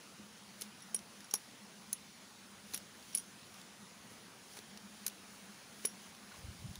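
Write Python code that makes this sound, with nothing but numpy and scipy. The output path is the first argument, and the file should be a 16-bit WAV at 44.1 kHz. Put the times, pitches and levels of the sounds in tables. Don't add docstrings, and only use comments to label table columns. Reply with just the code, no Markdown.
import sys
import numpy as np
from scipy import signal
from scipy.fft import rfft, irfft
from scipy.io import wavfile
from scipy.ndimage import uniform_filter1d

SR = 44100
rng = np.random.default_rng(int(sys.argv[2]) if len(sys.argv) > 2 else 0)


def natural_amplitude(level_db):
    exponent = np.asarray(level_db, float) / 20
    return 10 ** exponent


def generate_wav(sig):
    pcm = np.round(np.clip(np.atleast_2d(sig).T, -1, 1) * 32767).astype(np.int16)
    wavfile.write(sys.argv[1], SR, pcm)


N = 299439
TOP_HZ = 15650


def evened(x):
    return x / np.sqrt(np.mean(x ** 2) + 1e-20)


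def curve(rows, rest_db):
    t = np.arange(0, N + 64, 64) / SR
    power = natural_amplitude(2 * rest_db) + 0 * t
    for peak_s, db, *lengths in rows:
        length = np.where(t < peak_s, lengths[0], lengths[-1])
        power = power + natural_amplitude(2 * (db - 10 * abs(t - peak_s) / length))
    return np.interp(np.arange(N) / SR, t, np.sqrt(power))


def read(points, hz):
    f, value = np.transpose(points)
    return np.interp(np.log(hz + 1), np.log(f + 1), value)


def add(mix, s, sound):
    part = mix[round(s * SR):][:len(sound)]
    part += sound[:len(part)]


def colour(x, db_of_hz):
    return irfft(rfft(x) * natural_amplitude(db_of_hz(np.fft.rfftfreq(len(x), 1 / SR))), len(x))


def band(x, lo_hz, hi_hz):
    return signal.sosfilt(signal.butter(2, [lo_hz, hi_hz], "bandpass", fs=SR, output="sos"), x)


def two_click_streams():
    noise = rng.standard_normal((2, N))
    strength = natural_amplitude(1.7 * rng.exponential(1, (2, N)))
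    return noise * strength * (rng.random((2, N)) < .4)


# frequency in Hz, level in dB.
STREAM_HISS = [(710, -29), (1200, -4), (1410, -2), (1640, -3), (1880, -3), (2770, -4.5), (2980, -3.5),
               (3280, -4.5), (6510, -6), (8070, -13), (9990, -7.5), (13200, -26), (14900, -15),
               (15500, -14.5)]
# frequency in Hz, level in dB.
LOW_WASH = [(15, -63), (25, -30), (75, -15), (108, -18), (162, -6.5), (195, -2), (251, -4), (278, -7),
            (554, -11), (1400, -10.5), (1820, -44), (3080, -120)]


def stream():
    hiss = colour(rng.standard_normal(N),
                  lambda hz: read(STREAM_HISS, hz) - 80 * (hz > TOP_HZ) - 80 * (hz < 1300))
    wash = colour(rng.standard_normal(N), lambda hz: read(LOW_WASH, hz) - 80 * (hz >= 1300))
    water = natural_amplitude(-59.5) * evened(hiss) + natural_amplitude(-62.5) * evened(wash)
    z = signal.stft(water, nperseg=1024, noverlap=768)[2]
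    patches = uniform_filter1d(rng.standard_normal(z.shape), size=8, axis=0)
    patches = uniform_filter1d(patches, size=12, axis=1)
    return signal.istft(z * natural_amplitude(1.7 * evened(patches)), nperseg=1024, noverlap=768)[1][:N]


# peak in seconds, level in dB, build-up in seconds, release in seconds.
SCRAPE_STROKES = [(.05, -66, .1, .06), (.62, -55, .045, .035), (1.2, -66, .25, .1), (1.4, -63, .12, 0.11),
                  (1.9, -68, .3, .1), (2.72, -57, .06, 0.085), (3.15, -58.5, 0.19, .12),
                  (3.6, -62.5, 0.157, .03), (4.12, -61, .05, .08), (4.53, -58.5, 0.096, .05),
                  (4.575, -54, 0.028, 0.027), (5.07, -60.5, 0.24, 0.127), (5.33, -62.5, .2, 0.54),
                  (5.84, -57, 0.12, .07), (6.02, -61, .12, 0.21), (6.37, -61.5, 0.11, .12),
                  (6.6, -63.5, .3, 0.44)]


def scrape(clicks):
    def shade(hz):
        return read(STREAM_HISS, hz) + 3.9 * np.log2(hz / 5000 + .05) - 80 * (hz > TOP_HZ)
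    return curve(SCRAPE_STROKES, -73) * evened(colour(clicks, shade))


# frequency in Hz, level in dB, T60 in seconds.
HOLLOW_JOINTS = [(289, 5.2, 0.034), (422, 2.7, 0.033), (610, -10, 0.024), (850, 2, 0.031),
                 (1080, 2.8, 0.021), (1464, -1, 0.03), (2106, 0.5, 0.013), (2337, -4.5, 0.041),
                 (3590, -3.5, 0.037), (4110, -7, 0.026), (4930, -32, 0.016), (6320, -1, .022)]
# start in seconds, level in dB, centre in Hz, reach in octaves.
POLE_KNOCKS = [(.196, -50, 270, .3), (.620, -49.5, 420, .3), (.9442, -42.5, 520, 0.68),
               (0.9448, -45, 2600, 0.7), (1.338, -38.5, 380, 0.3), (1.3389, -38.5, 1050, 1.33),
               (1.9298, -32, 6000, 0.53), (2.737, -47.5, 330, 1.8), (2.742, -41, 2200, 0.67),
               (3.148, -42, 2400, .3), (4.115, -47, 357, .5), (4.570, -43, 610, .5), (4.589, -51, 420, .3),
               (5.065, -39.5, 1780, 0.55), (5.066, -31, 4110, .12), (5.849, -35.5, 400, 0.42),
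               (5.850, -37.5, 2000, 0.75), (6.318, -45, 1400, .2), (6.343, -48, 1050, .2),
               (6.755, -46, 3590, .15)]


def knocks():
    out, t = np.zeros(N), np.arange(2048) / SR
    hz, joint_db, t60 = np.transpose(HOLLOW_JOINTS)[:, :, None]
    for s, db, centre_hz, reach in POLE_KNOCKS:
        level_db = db + joint_db - 10 * (np.log2(hz / centre_hz) / reach) ** 2
        onset = np.minimum(t * hz / 0.5, 1)
        rings = natural_amplitude(level_db - 60 * t / t60) * np.sin(2 * np.pi * hz * t) * onset
        add(out, s, rings.sum(0))
    return out


# peak in seconds, level in dB, length in seconds.
DRONE_SWELLS = [(.21, -58.5, 0.19), (.49, -61, 0.1), (.68, -62, 0.089), (.97, -54, 0.1),
                (1.21, -63.5, 0.063), (1.62, -58, 0.076), (1.85, -55.5, 0.11), (2.22, -66, .2),
                (2.68, -59, 0.19), (3.03, -73, 0.041), (3.21, -57, .15), (3.59, -63.5, .12),
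                (3.8, -63.5, .1), (4.1, -65.5, 0.084), (4.43, -68, 0.044), (4.82, -59, 0.19),
                (5.02, -63, 0.23), (5.33, -61.5, 0.19), (5.51, -63.5, .12), (5.92, -59.5, 0.12),
                (6.36, -62, 0.25), (6.54, -67, 0.047), (6.68, -55.5, .06)]


def drone():
    return curve(DRONE_SWELLS, -73) * evened(band(rng.standard_normal(N), 189.6, 215.1))


# peak in seconds, level in dB, length in seconds.
WIND_BREATHS = [
    (.21, -74, 0.042),
    (.48, -70, 0.061),
    (2.75, -66, .25),
    (3.42, -67, .12),
    (3.79, -70, 0.053),
    (4.08, -64.5, 0.12),
    (4.6, -69, 0.096),
    (6.47, -59, 0.11),
    (6.67, -56, .1),
]


def wind():
    return curve(WIND_BREATHS, -73.5) * evened(band(rng.standard_normal(N), 85, 177))


# frequency in Hz, chance shift as a share,
# lift under pressure as a share, pitch ratio of the twin, level of the twin in dB.
BLADE_MODES = [(10320, .003, .003, 0.82, -16), (5610, .005, .024, 1.028, -8),
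               (13100, .001, .001, 0.89, -12)]
# start in seconds, peak in dB,
# low mode and top mode in dB above the main one, T60 in seconds.
BLADE_STRIKES = [(.6108, -43, -30, -30, 0.025), (.8208, -49, -2.5, -30, .06),
                 (0.9452, -23.5, -19, -35, 0.052), (1.243, -52, 1, -20, .05), (1.310, -54.5, 17.5, -5, .03),
                 (1.3382, -22, -8, -24, 0.03), (1.3502, -31, -2, -25, .03), (1.3555, -36, -4, -11, .045),
                 (1.932, -41, -30, -30, 0.1), (2.7485, -43, 0, -14, .11), (2.762, -49, -3, 3, .06),
                 (2.7795, -54, -9, -15, .05), (3.1315, -55, 9, -9, .03), (3.1495, -20.5, -17, -22, 0.039),
                 (3.174, -30, -6, -19, .055), (3.5414, -64, 9, 7, .03), (5.8522, -23, -12.5, -28, .046),
                 (5.886, -56, 3, -12, .18)]
# start in seconds, peak in dB,
# low mode and top mode in dB above the main one, T60 in seconds.
BLADE_GRAZES = [
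    (0.9602, -34, 3.5, -20, 0.032),
    (.9705, -48, -10, -20, .1),
    (1.362, -45, 5, -9, .04),
    (1.369, -48, -11, -9, .08),
    (2.7437, -16.5, -14, -28, .014),
    (3.1795, -25, -26, -23, 0.028),
    (3.190, -38.5, -9, -18, 0.071),
    (5.869, -35, -9, -18, 0.066),
]


def blade():
    out, t = np.zeros(N), np.arange(5000) / SR
    rows = [(*row, .00073, 0) for row in BLADE_STRIKES]
    rows += [(*row, .0038, 1) for row in BLADE_GRAZES]
    rows.sort()
    gaps = np.diff([row[0] for row in rows], append=N / SR)
    chances = rng.random((len(rows), len(BLADE_MODES), 3))
    for (s, db, low_db, top_db, t60, rise, pressed), gap, draws in zip(rows, gaps, chances):
        damping = np.clip((gap - t) / .004 + .8, 0, 1)
        shape = np.minimum(t / rise, 1) * damping
        for mode, lean_db, (a, b, c) in zip(BLADE_MODES, (0, low_db, top_db), draws):
            hz, shift, lift, ratio, twin_db = mode
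            turns = hz * (1 + shift * (2 * c - 1) + lift * pressed) * t
            main = np.sin(2 * np.pi * (turns + a))
            twin = natural_amplitude(twin_db) * np.sin(2 * np.pi * (ratio * turns + b))
            add(out, s, shape * natural_amplitude(db + lean_db - 60 * t / t60) * (main + twin))
    return out


# frequency in Hz, level in dB.
CRACK_COLOUR = [(590, -54), (1000, -12.5), (2230, -9), (4010, -6), (4960, -5), (6200, -0.5), (8030, -11.5),
                (9810, -1), (11400, -10), (12600, -11.5), (13500, -10.5), (15400, -12), (16700, -33)]
# start in seconds, peak in dB, brightness in dB per octave, splinter pitch in Hz.
FIBRE_SNAPS = [(.6111, -37, 5, 10400), (0.6198, -27, 2.5, 8950), (0.9452, -36, -1.5, 2400),
               (0.9454, -26.5, 3.5, 8600), (.9475, -30, 4, 7400), (1.3393, -19, 6, 6240),
               (1.3425, -32, -2, 7050), (1.9296, -17.5, 6.5, 10900), (2.746, -33, 10, 9350),
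               (2.7759, -36.5, 3, 8570), (3.146, -38, -3.9, 3030), (3.15, -28.5, 3.5, 5700),
               (3.168, -41, .5, 4690), (3.1742, -32, 4, 10340), (5.081, -37, 3, 6300),
               (5.067, -32, -3, 6600), (5.855, -33, 5, 9400), (5.8582, -31, 5, 9560), (6.756, -40, 0, 3620)]
# start in seconds, peak in dB, brightness in dB per octave, splinter pitch in Hz.
FIBRE_TEARS = [(.6173, -40, 0, 7000), (.961, -38, 4, 9650), (1.311, -41.5, -1.2, 7020),
               (1.344, -31, 6, 6330), (1.3513, -34, 4, 6420), (1.9306, -31, 5, 6300),
               (2.7362, -35.5, 0, 4240), (2.7384, -40, -2.6, 5120), (2.7438, -33.5, -3, 6700),
               (3.153, -29.5, 4, 10290), (3.183, -37, 1, 10380), (5.0651, -21.5, 7, 11280),
               (5.0791, -30, 4.5, 11370), (5.8497, -34.5, -6, 3120), (5.8525, -36, 4, 5900),
               (5.8537, -32, 11, 9560)]
# start in seconds, peak in dB, splinter pitch in Hz.
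SPLINTER_TICKS = [(0.6245, -43, 3230), (.8044, -51, 9170), (.8205, -54, 3960), (.9895, -43.5, 6000),
                  (1.205, -45.5, 4870), (1.2434, -53, 3880), (1.3356, -40, 6330), (1.356, -42, 6500),
                  (1.3776, -54, 3920), (1.926, -47, 15200), (2.7493, -39, 3750), (2.7605, -43, 3830),
                  (2.996, -54, 6290), (3.0256, -48.5, 4820), (3.1985, -46, 10340), (3.5416, -50, 3880),
                  (3.614, -46.5, 4740), (4.535, -51, 6100), (4.569, -42.5, 4500), (4.5882, -42, 4310),
                  (4.7735, -42, 4610), (5.063, -41, 4390), (5.0975, -50, 3320), (5.843, -45, 15000),
                  (5.8686, -45, 6420), (6.1486, -46.5, 3570), (6.3443, -54, 4260), (6.3591, -49, 6290)]


def cracks():
    out, t = np.zeros(N), np.arange(2048) / SR
    lead = 128
    tail = natural_amplitude(-21 - 60 * t / .05)
    rows = [(*row, .009, .00038) for row in FIBRE_SNAPS]
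    rows += [(*row, .021, .00038) for row in FIBRE_TEARS]
    rows += [(s, db, -3, hz, .014, .0015) for s, db, hz in SPLINTER_TICKS]
    grains = rng.standard_normal((len(rows), 2048))
    for (s, db, tilt_db, pitch_hz, t60, rise), grain in zip(rows, grains):
        def shade(hz):
            bright_db = tilt_db * np.log2(hz / 7000 + 0.045)
            splinter_db = 8 / (1 + ((hz - pitch_hz) / 450) ** 2)
            past_top_db = 1.8 * min(db + 21, 0) * (hz > TOP_HZ)
            return read(CRACK_COLOUR, hz) + bright_db + splinter_db + past_top_db
        fade = (natural_amplitude(-60 * t / t60) + tail) * np.minimum(t / rise, 1)
        tick = np.clip(db + 40, 0, 20) / 5 * (np.arange(2048) == 13)
        burst = colour(np.roll(grain * fade + tick, lead), shade)
        add(out, s - lead / SR, natural_amplitude(db + 3.5) * burst / abs(burst).max())
    return out


# peak in seconds, level in dB, build-up in seconds, release in seconds.
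LITTER_BRUSHES = [
    (3.6, -64.5, .16, 0.19),
    (4.12, -67.5, .3, 0.57),
    (4.575, -63, .05, .03),
    (5.6, -64.5, 1.3, .9),
    (6.33, -62, .12, .12),
    (6.6, -73, .3, .6),
]


def rustle(clicks):
    return curve(LITTER_BRUSHES, -88) * evened(band(clicks, 310, 1960))


# centre in seconds, peak in dB, frequency in Hz, length in turns.
GUST_LUMPS = [(6.39, -50, 90, 2.1), (6.449, -42, 74.5, 2.8), (6.492, -41, 84, 2.9), (6.516, -47, 110, 2.3),
              (6.552, -49, 192, 2.4), (6.60, -49.5, 80, 3.1), (6.625, -48, 90, 2.4), (6.653, -40, 123, 5.2),
              (6.693, -44, 74.6, 2.4), (6.714, -40.5, 145, 2.2), (6.79, -48, 60, 3.3)]


def gust():
    out = np.zeros(N)
    for s, db, hz, turns in GUST_LUMPS:
        u = np.arange(-turns / 2, turns / 2, hz / SR)
        add(out, s - turns / 2 / hz, natural_amplitude(db) * np.cos(2 * np.pi * u) * np.hanning(len(u)))
    return out


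def scene():
    air = stream() + drone() + wind() + gust()
    fibre_clicks, litter_clicks = two_click_streams()
    rubbing = scrape(fibre_clicks) + rustle(litter_clicks)
    mono = air + rubbing + cracks() + knocks() + blade()
    return np.array([mono, mono])


def low_pass(x):
    return signal.sosfilt(signal.butter(12, 16820, fs=SR, output="sos"), x)


def record(dry):
    cut = signal.sosfilt(signal.butter(2, 42, "highpass", fs=SR, output="sos"), dry)
    return low_pass(cut)


dry = scene()
out = record(dry)
generate_wav(out)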